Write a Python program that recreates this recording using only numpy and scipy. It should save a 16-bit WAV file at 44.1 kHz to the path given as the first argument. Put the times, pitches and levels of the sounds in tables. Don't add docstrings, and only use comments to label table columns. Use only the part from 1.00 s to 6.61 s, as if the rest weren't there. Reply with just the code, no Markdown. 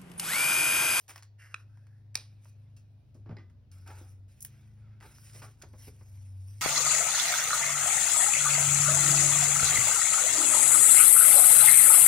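import sys
import numpy as np
from scipy import signal
from scipy.fft import rfft, irfft, next_fast_len
from scipy.io import wavfile
from scipy.ndimage import uniform_filter1d

SR = 44100
rng = np.random.default_rng(int(sys.argv[2]) if len(sys.argv) > 2 else 0)


def master(y):
    cut = np.clip(np.atleast_2d(y).T, -1, 1)
    pcm = np.round(cut * 32767)
    wavfile.write(sys.argv[1], SR, pcm.astype(np.int16))


N = 247401
TIME = np.arange(N) / SR


# (frequency [Hz], width [Hz], level [dB])
SEAT_MODES = [(480, 330, -14.5), (1393, 185, -2.5), (1316, 127, -8), (1780, 180, -5), (2520, 130, 1.5),
              (4020, 110, -21), (5200, 320, -9), (7400, 830, -31), (8860, 720, -24), (10100, 650, -47)]
SNAP_MODES = [(740.4, 170, -27), (1910, 210, -18), (2290, 390, -6), (3780, 290, -11.5), (4670, 210, -8),
              (5030, 320, -0.5), (5670, 230, -6.5), (6145, 220, -9), (8110, 150, -13.5), (8830, 120, -17.5),
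              (10070, 190, -26), (10800, 510, -29.5), (15900, 500, -22.5)]
# (frequency [Hz], level [dB])
CRACK_COLOUR = [(300, -3), (1000, -14), (2400, 4.5), (3000, -4.5), (4000, 2), (5400, 1), (7000, 0),
                (8700, -2), (13500, -3), (15600, -24.5)]
# (frequency [Hz], level [dB])
CRUNCH_COLOUR = [(300, -7.5), (1000, -5), (1900, -7), (2500, 0), (3100, -5), (3900, 0), (4500, -3),
                 (5600, -2.5), (7000, -14.5), (9000, -4.5), (11500, -14.5), (15600, -23.5)]
# (time [s], level [dB], pitch [Hz])
STEEL_RINGS = [(1.155, -47.5, 2417), (1.766, -71, 2670)]
# (ratio to the pitch [-], level [dB], t60 [s])
STEEL_MODES = [(1, 0, .15), (1.03, -3, .12), (1.96, -4, .13)]
# (frequency [Hz], level [dB], t60 [s])
BODY_MODES = [(391, 6.5, 0.067), (845, 0.5, 0.067), (1214, -13, 0.46), (1525, -13, 0.41), (1610, -12, .12),
              (1890, -1.5, 0.14), (1990, -5, 0.24), (2030, -4, 0.29), (2133, 0, 0.15), (2470, -11, 0.13),
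              (4070, -4, 0.035), (4940, -3, 0.04), (5000, -12, .1)]

# (start [s], hold [s], release [s], level [dB],
# first hollow resonance [Hz], last [Hz], width of each filter pass [Hz], steel resonance [Hz], its level [dB])
SLIDES = [(0.38, 0.08, 0.065, -59, 1950, 1820, 950, 2720, -7),
          (0.495, 0.12, 0.022, -68.5, 1600, 1370, 450, 2740, -12),
          (.68, 0.16, .06, -77, 1450, 1620, 450, 2520, -10),
          (.875, 0.12, 0.081, -81, 1540, 1837, 560, 2540, -14)]
# (frequency [Hz], level [dB])
SLOT_COLOUR = [(400, -9), (900, -6.5), (1150, -8), (1500, 2.5), (2000, -8.5), (2700, -5.5), (3300, -2.5),
               (4400, 1), (5600, 6), (7000, -3.5), (8700, 0.5), (13500, -5.5), (16000, -30.5)]
SLIDE_ATTACK_S, SLIDE_SWELL_DB = 0.022, 2.5
SLOT_WIDTH_HZ = 260
SLIDE_RASP_DB = -5

# (start [s], push [s], release [s], pressing drag [dB],
# centre of the drag [Hz], light sliding hiss [dB])
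STROKES = [(.004, 0.0027, 0.046, -95, 880, -69), (0.087, 0.0068, 0.027, -49, 895, -51.5),
           (0.156, 0.0038, 0.029, -53.5, 1020, -64), (1.24, 0.023, 0.77, -73, 2500, -85.5),
           (1.412, 0.082, 0.018, -78, 1140, -71), (2.714, 0.006, 0.15, -64, 1305, -69.5),
           (2.86, 0.052, 0.024, -45.5, 900, -61.5), (2.946, 0.045, 0.059, -54, 824, -63),
           (3.059, 0.066, 0.018, -101, 1000, -71.5), (3.28, 0.015, 0.15, -70, 2520, -74),
           (3.375, 0.035, 0.0093, -87, 2420, -76), (3.47, 0.092, 0.2, -66.5, 1950, -77.5),
           (3.76, 0.16, 0.069, -67.5, 1407, -115), (4.009, 0.048, 0.016, -48, 887, -64),
           (4.05, 0.075, 0.04, -61, 1320, -64.5), (4.141, 0.077, 0.03, -73, 1440, -64),
           (4.225, 0.077, 0.045, -66, 1380, -60.5), (4.37, 0.085, 0.043, -61, 1160, -62),
           (4.329, 0.03, 0.038, -57, 624, -57), (4.415, 0.0093, 0.037, -49.5, 780, -78),
           (4.419, 0.014, 0.02, -52.5, 1220, -83), (4.475, 0.013, 0.0038, -58, 1130, -90),
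           (4.565, 0.045, 0.72, -69, 894, -75.5), (4.729, 0.0031, 0.066, -82, 1010, -72.5),
           (4.774, 0.11, 0.015, -68, 626, -59), (4.901, 0.19, 0.78, -79.5, 706, -74),
           (5.381, 1, 0.009, -101, 864, -65.5)]
# (ratio to the centre of the drag [-], width of each filter pass [Hz], level [dB])
PAGE_MODES = [(1, 170, 4), (1.55, 250, 0), (2.4, 385, -4.5)]
# (frequency [Hz], level [dB])
DRAG_COLOUR = [(100, -29), (300, 8.5), (520, -1), (850, -0.5), (1150, -3), (1500, 1), (2000, -6),
               (2500, -0.5), (3400, -11), (6000, -6), (16000, -39)]
HISS_COLOUR = [(300, -28), (1400, -13.5), (2000, -6), (2600, -4), (3400, -11), (4400, -8), (5600, -0.5),
               (7000, -5.5), (8700, -1.5), (11000, -6), (13500, -6), (15600, -13.5)]
ATTACK_SHARE, SWELL_DB = 0.14, 7
PAGE_DRIFT_OCTAVES, PAGE_DB = 0.08, -4
HISS_PATCH_DB, HISS_PATCH_HZ, HISS_PATCH_S = 3.2, 700, .045

# (time [s], level [dB], colour centre [Hz], decay [s])
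TICKS = [(.0803, -49, 4260, 0.0045), (.093, -51, 2480, 0.027), (.107, -49.5, 1070, 0.0065),
         (.1596, -34, 2500, 0.00095), (.179, -36, 3360, 0.00078), (.2248, -41, 3640, 0.00094),
         (.2318, -42.5, 4030, 0.00082), (.773, -54, 1500, 0.0014), (.868, -63.5, 2550, 0.0054),
         (1.145, -49.5, 3360, .003), (1.446, -53.5, 5650, 0.0014), (1.455, -53.5, 1092, 0.003),
         (1.7652, -63.5, 4900, 0.024), (2.144, -71.5, 5170, 0.032), (2.498, -70.5, 2190, 0.012),
         (2.7155, -57.5, 5670, 0.0071), (2.784, -66.5, 7900, 0.005), (2.875, -54, 4500, 0.011),
         (3.406, -44.5, 10000, 0.0061), (3.42, -42, 8200, 0.0028), (3.425, -36.5, 11100, 0.0047),
         (3.4262, -55, 4370, 0.0022), (3.4489, -23.5, 12000, 0.0007), (3.4493, -37.5, 4210, 0.0018),
         (4.003, -54.5, 3610, 0.0019), (4.0085, -51.5, 1746, 0.0048), (4.025, -53, 1470, 0.014),
         (4.16, -57.5, 2320, 0.0023), (4.184, -51, 2600, 0.0016), (4.249, -63, 2430, 0.0011),
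         (4.268, -57, 2800, 0.0022), (4.297, -56, 3240, .003), (4.333, -51.5, 5200, 0.0022),
         (4.349, -51, 3400, 0.0025), (4.361, -49, 3540, 0.0024), (4.616, -51.5, 2030, 0.012),
         (4.621, -44, 5000, 0.0056)]
# (time [s], level [dB], colour centre [Hz], decay [s])
KNOCKS = [(2.149, -53, 480, 0.021), (2.260, -51.5, 794, 0.024), (2.291, -47, 850, 0.024),
          (2.308, -52, 1000, 0.03), (2.367, -52.5, 2490, 0.0042), (2.369, -51, 464, 0.019),
          (2.381, -58.5, 1830, 0.033), (2.903, -40.5, 1116, 0.0031), (3.012, -41.5, 453, 0.0042),
          (4.351, -51, 758, 0.0084), (4.419, -47.5, 1880, 0.013), (4.634, -44.5, 1190, 0.0075),
          (4.643, -45, 423, 0.0063), (4.663, -53, 330, 0.0084), (4.735, -48, 820, 0.0115),
          (4.868, -43, 370, 0.0055), (4.878, -47.5, 684, 0.011), (5.0095, -54.5, 990, 0.011)]
# (frequency [Hz], level [dB])
TICK_COLOUR = [(200, -4.5), (500, 1), (900, 8), (1900, 3.5), (3100, -2.5), (3800, -8.5), (5400, 1),
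               (9000, 0), (16000, -3.5)]
KNOCK_COLOUR = [(30, -51.5), (70, 35), (140, 13), (220, 10.5), (300, 5.5), (900, -9), (2400, -15.5),
                (4000, -22), (5200, -16), (8000, -28), (16000, -40)]
SETTLE_DB, SETTLE_S, SETTLE_DB_PER_KHZ = -18, 0.013, -0.18
# (time [s], level [dB])
THUMPS = [(2.266, -61), (2.296, -35), (2.31, -40), (2.327, -37.5)]
# (frequency [Hz], level [dB], t60 [s])
TABLE_MODES = [(122, -4, 0.12), (152.5, 7.5, 0.1), (218.6, -3.5, 0.17), (304, -14, 0.036), (443, -18, 0.12)]

# (delay [s], left gain [-], right gain [-])
ECHOES = [(.0009, 0.083, -0.068), (.0021, 0.022, 0.007), (.0036, -0.0071, -0.066), (.0054, 0.018, 0.081),
          (0.014, .07, -.03), (0.019, .04, 0.11)]
# (frequency [Hz], t60 [s])
ROOM_T60 = [(150, 0.7), (450, 0.26), (800, 0.018), (2000, 0.26), (5500, 0.28), (12000, 0.05)]
# (frequency [Hz], level [dB])
ROOM_COLOUR = [(100, -10), (500, 2.5), (800, 11.5), (2500, -5.5), (3900, 2), (5000, -2.5), (6000, -2),
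               (9000, -7.5), (16000, 11.5)]
ROOM_APART = .6

# (time [s], frequency [Hz])
FIRING_PITCH = [(0.0, 101.5), (0.78, 103.5), (2.22, 101.5), (2.33, 108.5), (2.45, 96), (2.81, 93.5),
                (3.36, 98), (3.53, 105.5), (4.66, 106.5), (4.76, 101), (5.45, 94.5), (5.61, 105)]
# (time [s], level [dB])
FIRING = [(0.0, -72), (0.06, -65), (0.15, -56), (0.8, -52), (1.95, -53.5), (2.06, -65), (2.19, -49.5),
          (2.37, -47.5), (2.64, -59), (2.65, -80.5), (2.72, -49.5), (3.28, -50), (3.37, -67), (3.48, -57.5),
          (3.92, -49), (4.11, -60), (4.44, -50), (4.62, -63), (4.8, -49.5), (4.94, -53.5), (5.39, -43),
          (5.61, -45.5)]
OCTAVE = [(0, -88.5), (1.0, -80), (3.2, -77.5), (3.6, -68), (4.3, -74), (4.9, -82), (5.61, -80)]
# (cycles per engine turn [-], level [dB])
ORDERS = [(2, -73), (3, -67.5), (5, -65), (6, -79), (7, -83.5), (9, -87), (10, -81.5), (11, -87), (12, -86)]
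FIRINGS_PER_TURN = 4
ORDERS_FOLLOW, USUAL_FIRING_DB = 0.047, -49
DRONE_DB, DRONE_RISE_DB, DRONE_BUILD_S = 1.5, 13.5, 0.82
# (frequency [Hz], level [dB])
RUMBLE_COLOUR = [(20, -7), (35, -2.5), (55, 14), (100, 16.5), (160, 7), (250, -4.5), (400, -6), (1000, -32),
                 (4000, -67.5)]
AIR_COLOUR = [(20, -12.5), (200, -8.5), (350, -4), (600, 1), (1200, -12), (2400, -15), (3500, -15.5),
              (5500, -19.5), (8000, -33), (15000, -26)]
NOISE_PATCH_DB, NOISE_PATCH_HZ, NOISE_PATCH_S = 2.5, 170, .13

# (frequency [Hz], phase by which left leads [rad])
PORT_PHASE = [(20, 0), (250, 0), (520, -.4), (950, .2), (1300, -.3), (2400, .9), (3000, 1.2), (3500, .5),
              (4100, 1.0), (5200, .1), (6500, 2.5), (8100, 3.5), (9730, 6.1), (11500, 6.6), (12700, 9.2),
              (14400, 9.5), (15400, 11.9)]
EDGE_HZ = 16300


def punch():
    out = np.zeros(N)
    snap = die_blow(SNAP_MODES, db=-15.0, rise=0.0014, crack_db=-28.0, crack_decay=0.0026, dull_db=-5.5)
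    add(out, 1.1538, snap)
    add(out, 1.157, amp(-45.5) * colour(burst(decay=0.037), CRUNCH_COLOUR))
    for start, db, pitch_hz in STEEL_RINGS:
        modes = [(ratio * pitch_hz, mode_db, t60) for ratio, mode_db, t60 in STEEL_MODES]
        add(out, start, amp(db) * ringing(modes, rise=0.001))
    add(out, 2.368, amp(-57) * ringing(BODY_MODES, rise=0.00062))
    return out


def seating():
    out = np.zeros(N)
    click = die_blow(SEAT_MODES, db=-24.0, rise=0.0021, crack_db=-33.5, crack_decay=0.0022, dull_db=38.0)
    add(out, .5424, click)
    return out


def die_blow(modes, db, rise, crack_db, crack_decay, dull_db):
    t = np.arange(SR // 5) / SR
    ring = sum(amp(mode_db) * np.exp(-np.pi * width * t) * np.sin(2 * np.pi * hz * t)
               for hz, width, mode_db in modes)
    ring *= np.sin(np.pi / 2 * np.minimum(t / rise, 1)) ** 2
    treble = read([(9000, 0), (16000, 1)], np.transpose(CRACK_COLOUR)[0])
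    spectrum = np.array(CRACK_COLOUR) - np.outer(treble, [0, dull_db])
    crack = colour(burst(crack_decay), spectrum)
    return amp(db) * ring / abs(ring).max() + amp(crack_db) * crack


def slot():
    slips = friction(1500, 0.4, uneven_db=1.3)
    scrape = evened(colour(slips, SLOT_COLOUR))
    out = np.zeros(N)
    for start, hold, release, db, first_hz, last_hz, width, steel_hz, steel_db in SLIDES:
        motion = envelope(SLIDE_ATTACK_S, hold, release, SLIDE_SWELL_DB)
        first, length = round(start * SR), len(motion)
        drive, rasp = slips[first:][:length], scrape[first:][:length]
        glide_hz = np.interp(TIME[:length], [0, hold], [first_hz, last_hz])
        gap = hollow(drive, glide_hz, width)
        steel = hollow(drive, np.full(length, steel_hz), SLOT_WIDTH_HZ)
        voice = gap + amp(steel_db) * steel + amp(SLIDE_RASP_DB) * rasp
        add(out, start, amp(db) * motion * evened(voice))
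    return out


def rustle():
    drag, sliding = np.zeros((2, N))
    fibres = friction(1400, 0.35, uneven_db=0.8)
    drift = 2 ** (PAGE_DRIFT_OCTAVES * wander(17))
    for start, push, release, drag_db, drag_hz, hiss_db in STROKES:
        motion = envelope(ATTACK_SHARE * push, push, release, SWELL_DB)
        slips, shift = (np.roll(v, -round(start * SR))[:len(motion)] for v in (fibres, drift))
        page = sum(amp(db) * hollow(slips, ratio * drag_hz * shift, width) for ratio, width, db in PAGE_MODES)
        broad = evened(colour(slips, DRAG_COLOUR, drag_hz, steep_db=8.5))
        voice = broad + amp(PAGE_DB) * evened(page)
        add(drag, start, amp(drag_db) * motion * evened(voice))
        add(sliding, start, amp(hiss_db) * motion)
    hiss = friction(670, 0.15, uneven_db=1.4)
    crackle = friction(90, 0.9, uneven_db=1.5)
    light = patchy(colour(hiss + 0.16 * crackle, HISS_COLOUR), HISS_PATCH_DB, HISS_PATCH_HZ, HISS_PATCH_S)
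    return amp(-7.0) * drag + amp(2.0) * sliding * light


def friction(grains_per_s, grain_share, uneven_db):
    catches = rng.standard_normal(N) * (rng.random(N) < grains_per_s / SR)
    share = np.clip(grain_share, 0, 1)
    drive = np.sqrt(1 - share) * rng.standard_normal(N) + np.sqrt(share) * evened(catches)
    return evened(drive * amp(uneven_db * wander(40)))


def taps(rows, spectrum, steep_db, stiffening, rise):
    out = np.zeros(N)
    for start, db, centre_hz, decay in rows:
        khz = centre_hz / 1000
        settling = amp(SETTLE_DB + SETTLE_DB_PER_KHZ * khz) * burst(SETTLE_S)
        slips = burst(decay, rise) + settling
        steepness = steep_db + stiffening * (khz / 10) ** 2
        add(out, start, amp(db) * colour(slips, spectrum, centre_hz, steepness))
    return out


def table():
    out = np.zeros(N)
    t = np.arange(SR // 4) / SR
    thump = sum(amp(db - 60 * t / t60) * np.sin(2 * np.pi * hz * t) for hz, db, t60 in TABLE_MODES)
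    for start, db in THUMPS:
        add(out, start, amp(db) * thump / abs(thump).max())
    return out


def echoes(x):
    out = np.array([x, x])
    for delay, *gains in ECHOES:
        for side, gain in zip(out, gains):
            add(side, delay, gain * x)
    return out


def room(x, apart):
    shared, left, right = rng.standard_normal((3, SR // 2))
    hz, t, z = signal.stft(shared + apart * np.array([left, right]), SR, nperseg=256)
    decay_db = read(ROOM_COLOUR, hz)[:, None] - 60 * t / read(ROOM_T60, hz)[:, None]
    tail = signal.istft(z * amp(decay_db), SR, nperseg=256)[1]
    tail *= np.minimum(np.arange(tail.shape[1]) / SR / 0.011, 1)
    return signal.fftconvolve(x[None], tail / np.linalg.norm(tail[0]), axes=1)[:, :N]


def engine():
    cycles = np.cumsum(np.interp(TIME, *np.transpose(FIRING_PITCH))) / SR
    turns = cycles / FIRINGS_PER_TURN
    waver_db = 1.2 * wander(9)
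    firing = level(FIRING) * amp(waver_db) * np.cos(2 * np.pi * cycles)
    firing += level(OCTAVE) * np.cos(2 * np.pi * 2 * cycles)
    orders = sum(amp(db + 3.1 * wander(2.1)) * np.cos(2 * np.pi * (round(order) * turns + rng.random()))
                 for order, db in ORDERS)
    orders *= (level(FIRING) / amp(USUAL_FIRING_DB)) ** ORDERS_FOLLOW
    rumble = amp(-65.5) * stereo_noise(RUMBLE_COLOUR, apart=0.7)
    drone = amp(DRONE_DB - DRONE_RISE_DB * np.exp(-TIME / DRONE_BUILD_S))
    sides = np.sqrt(2) * firing + drone * (np.sqrt(2) * orders + rumble)
    return sides * amp([[.6], [-.6]])


def air():
    return amp(-84.5) * stereo_noise(AIR_COLOUR, apart=2.0)


def stereo_noise(spectrum, apart):
    shared, left, right = (patchy(colour(rng.standard_normal(N), spectrum),
                                  NOISE_PATCH_DB, NOISE_PATCH_HZ, NOISE_PATCH_S) for _ in range(3))
    return shared + apart * np.array([left, right])


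def ringing(modes, rise):
    t = np.arange(SR // 2) / SR
    ring = sum(amp(db - 60 * t / t60) * np.sin(2 * np.pi * (hz * t + rng.random())) for hz, db, t60 in modes)
    return np.minimum(t / rise, 1) * ring


def burst(decay, rise=0.00087):
    t = np.arange(SR // 5) / SR
    return rng.standard_normal(len(t)) * np.exp(-t / decay) * (1 - np.exp(-t / rise))


def envelope(attack, hold, release, swell_db=0):
    t = np.arange(0, hold + np.log(1000) * release, 1 / SR)
    pushed = amp(swell_db * (np.minimum(t / hold, 1) - 1))
    return np.minimum(t / attack, 1) * pushed * np.exp(-np.maximum(t - hold, 0) / release)


def resonate(x, hz, width):
    turn = np.exp(2j * np.pi * np.cumsum(hz) / SR)
    r = np.exp(-np.pi * width / SR)
    return 2 * (turn * signal.lfilter([1 - r], [1, -r], x / turn)).real


def hollow(x, hz, width):
    return evened(resonate(resonate(x, hz, width), hz, width))


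def patchy(x, depth_db, width_hz, life_s):
    hz, t, z = signal.stft(x, SR, nperseg=512)
    patches = uniform_filter1d(rng.standard_normal(z.shape[::-1]), round(life_s / t[1]), axis=0)
    patches = evened(uniform_filter1d(patches, round(width_hz / hz[1]), axis=1))
    return evened(signal.istft(z * amp(depth_db * patches.T), SR, nperseg=512)[1][:N])


def colour(x, spectrum, centre_hz=1000, steep_db=0):
    hz = np.fft.rfftfreq(4096, 1 / SR)
    octaves = np.log2((hz + 1) / centre_hz)
    db = read(spectrum, hz) - steep_db * np.hypot(1, octaves)
    cepstrum = irfft(np.log(amp(db)))
    cepstrum[1:len(hz) - 1] *= 2
    cepstrum[len(hz):] = 0
    impulse = irfft(np.exp(rfft(cepstrum)))
    return signal.oaconvolve(x, impulse / np.linalg.norm(impulse))[:len(x)]


def wander(per_s):
    step = 64
    coarse = TIME[::step]
    hz = np.fft.rfftfreq(len(coarse), step / SR)
    slow = irfft(rfft(rng.standard_normal(len(coarse))) / (1 + (hz / per_s) ** 4), len(coarse))
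    return np.interp(TIME, coarse, evened(slow))


def amp(db):
    return 10 ** (np.asarray(db) / 20)


def evened(x):
    return x / np.sqrt(np.mean(x ** 2) + 1e-20)


def read(points, hz):
    f, value = np.transpose(points)
    return np.interp(np.log(hz + 1), np.log(f + 1), value)


def level(rows):
    return amp(np.interp(TIME, *np.transpose(rows)))


def add(mix, start, sound):
    part = mix[round(start * SR):][:len(sound)]
    part += sound[:len(part)]


def scene():
    ticks = taps(TICKS, TICK_COLOUR, steep_db=7.5, stiffening=17, rise=.00025)
    knocks = taps(KNOCKS, KNOCK_COLOUR, steep_db=8.5, stiffening=0, rise=0.00056)
    paper = rustle() + slot() + ticks + knocks + table()
    seat, snap = seating(), punch()
    shielded = amp(-17) * (seat + snap)
    tail = room(amp(-11.5) * paper + shielded, ROOM_APART)
    near = echoes(paper) * amp([[-.3], [.3]])
    near += echoes(seat) * amp([[-1.2], [1.2]])
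    near += echoes(snap) * amp([[-.6], [.6]])
    return near + tail + engine() + air()


def record(dry):
    margin = SR // 10
    padded = np.pad(dry, [(0, 0), (margin, margin)], mode="reflect", reflect_type="odd")
    size = next_fast_len(padded.shape[1])
    lead = read(PORT_PHASE, np.fft.rfftfreq(size, 1 / SR))
    turn = np.exp(.5j * np.array([[1], [-1]]) * lead)
    ported = irfft(rfft(padded, size) * turn, size)
    low_pass = signal.firwin(401, EDGE_HZ, window=("kaiser", 9), fs=SR)
    return signal.oaconvolve(ported, low_pass[None], "same")[:, margin:margin + N]


dry = scene()
out = record(dry)
master(out)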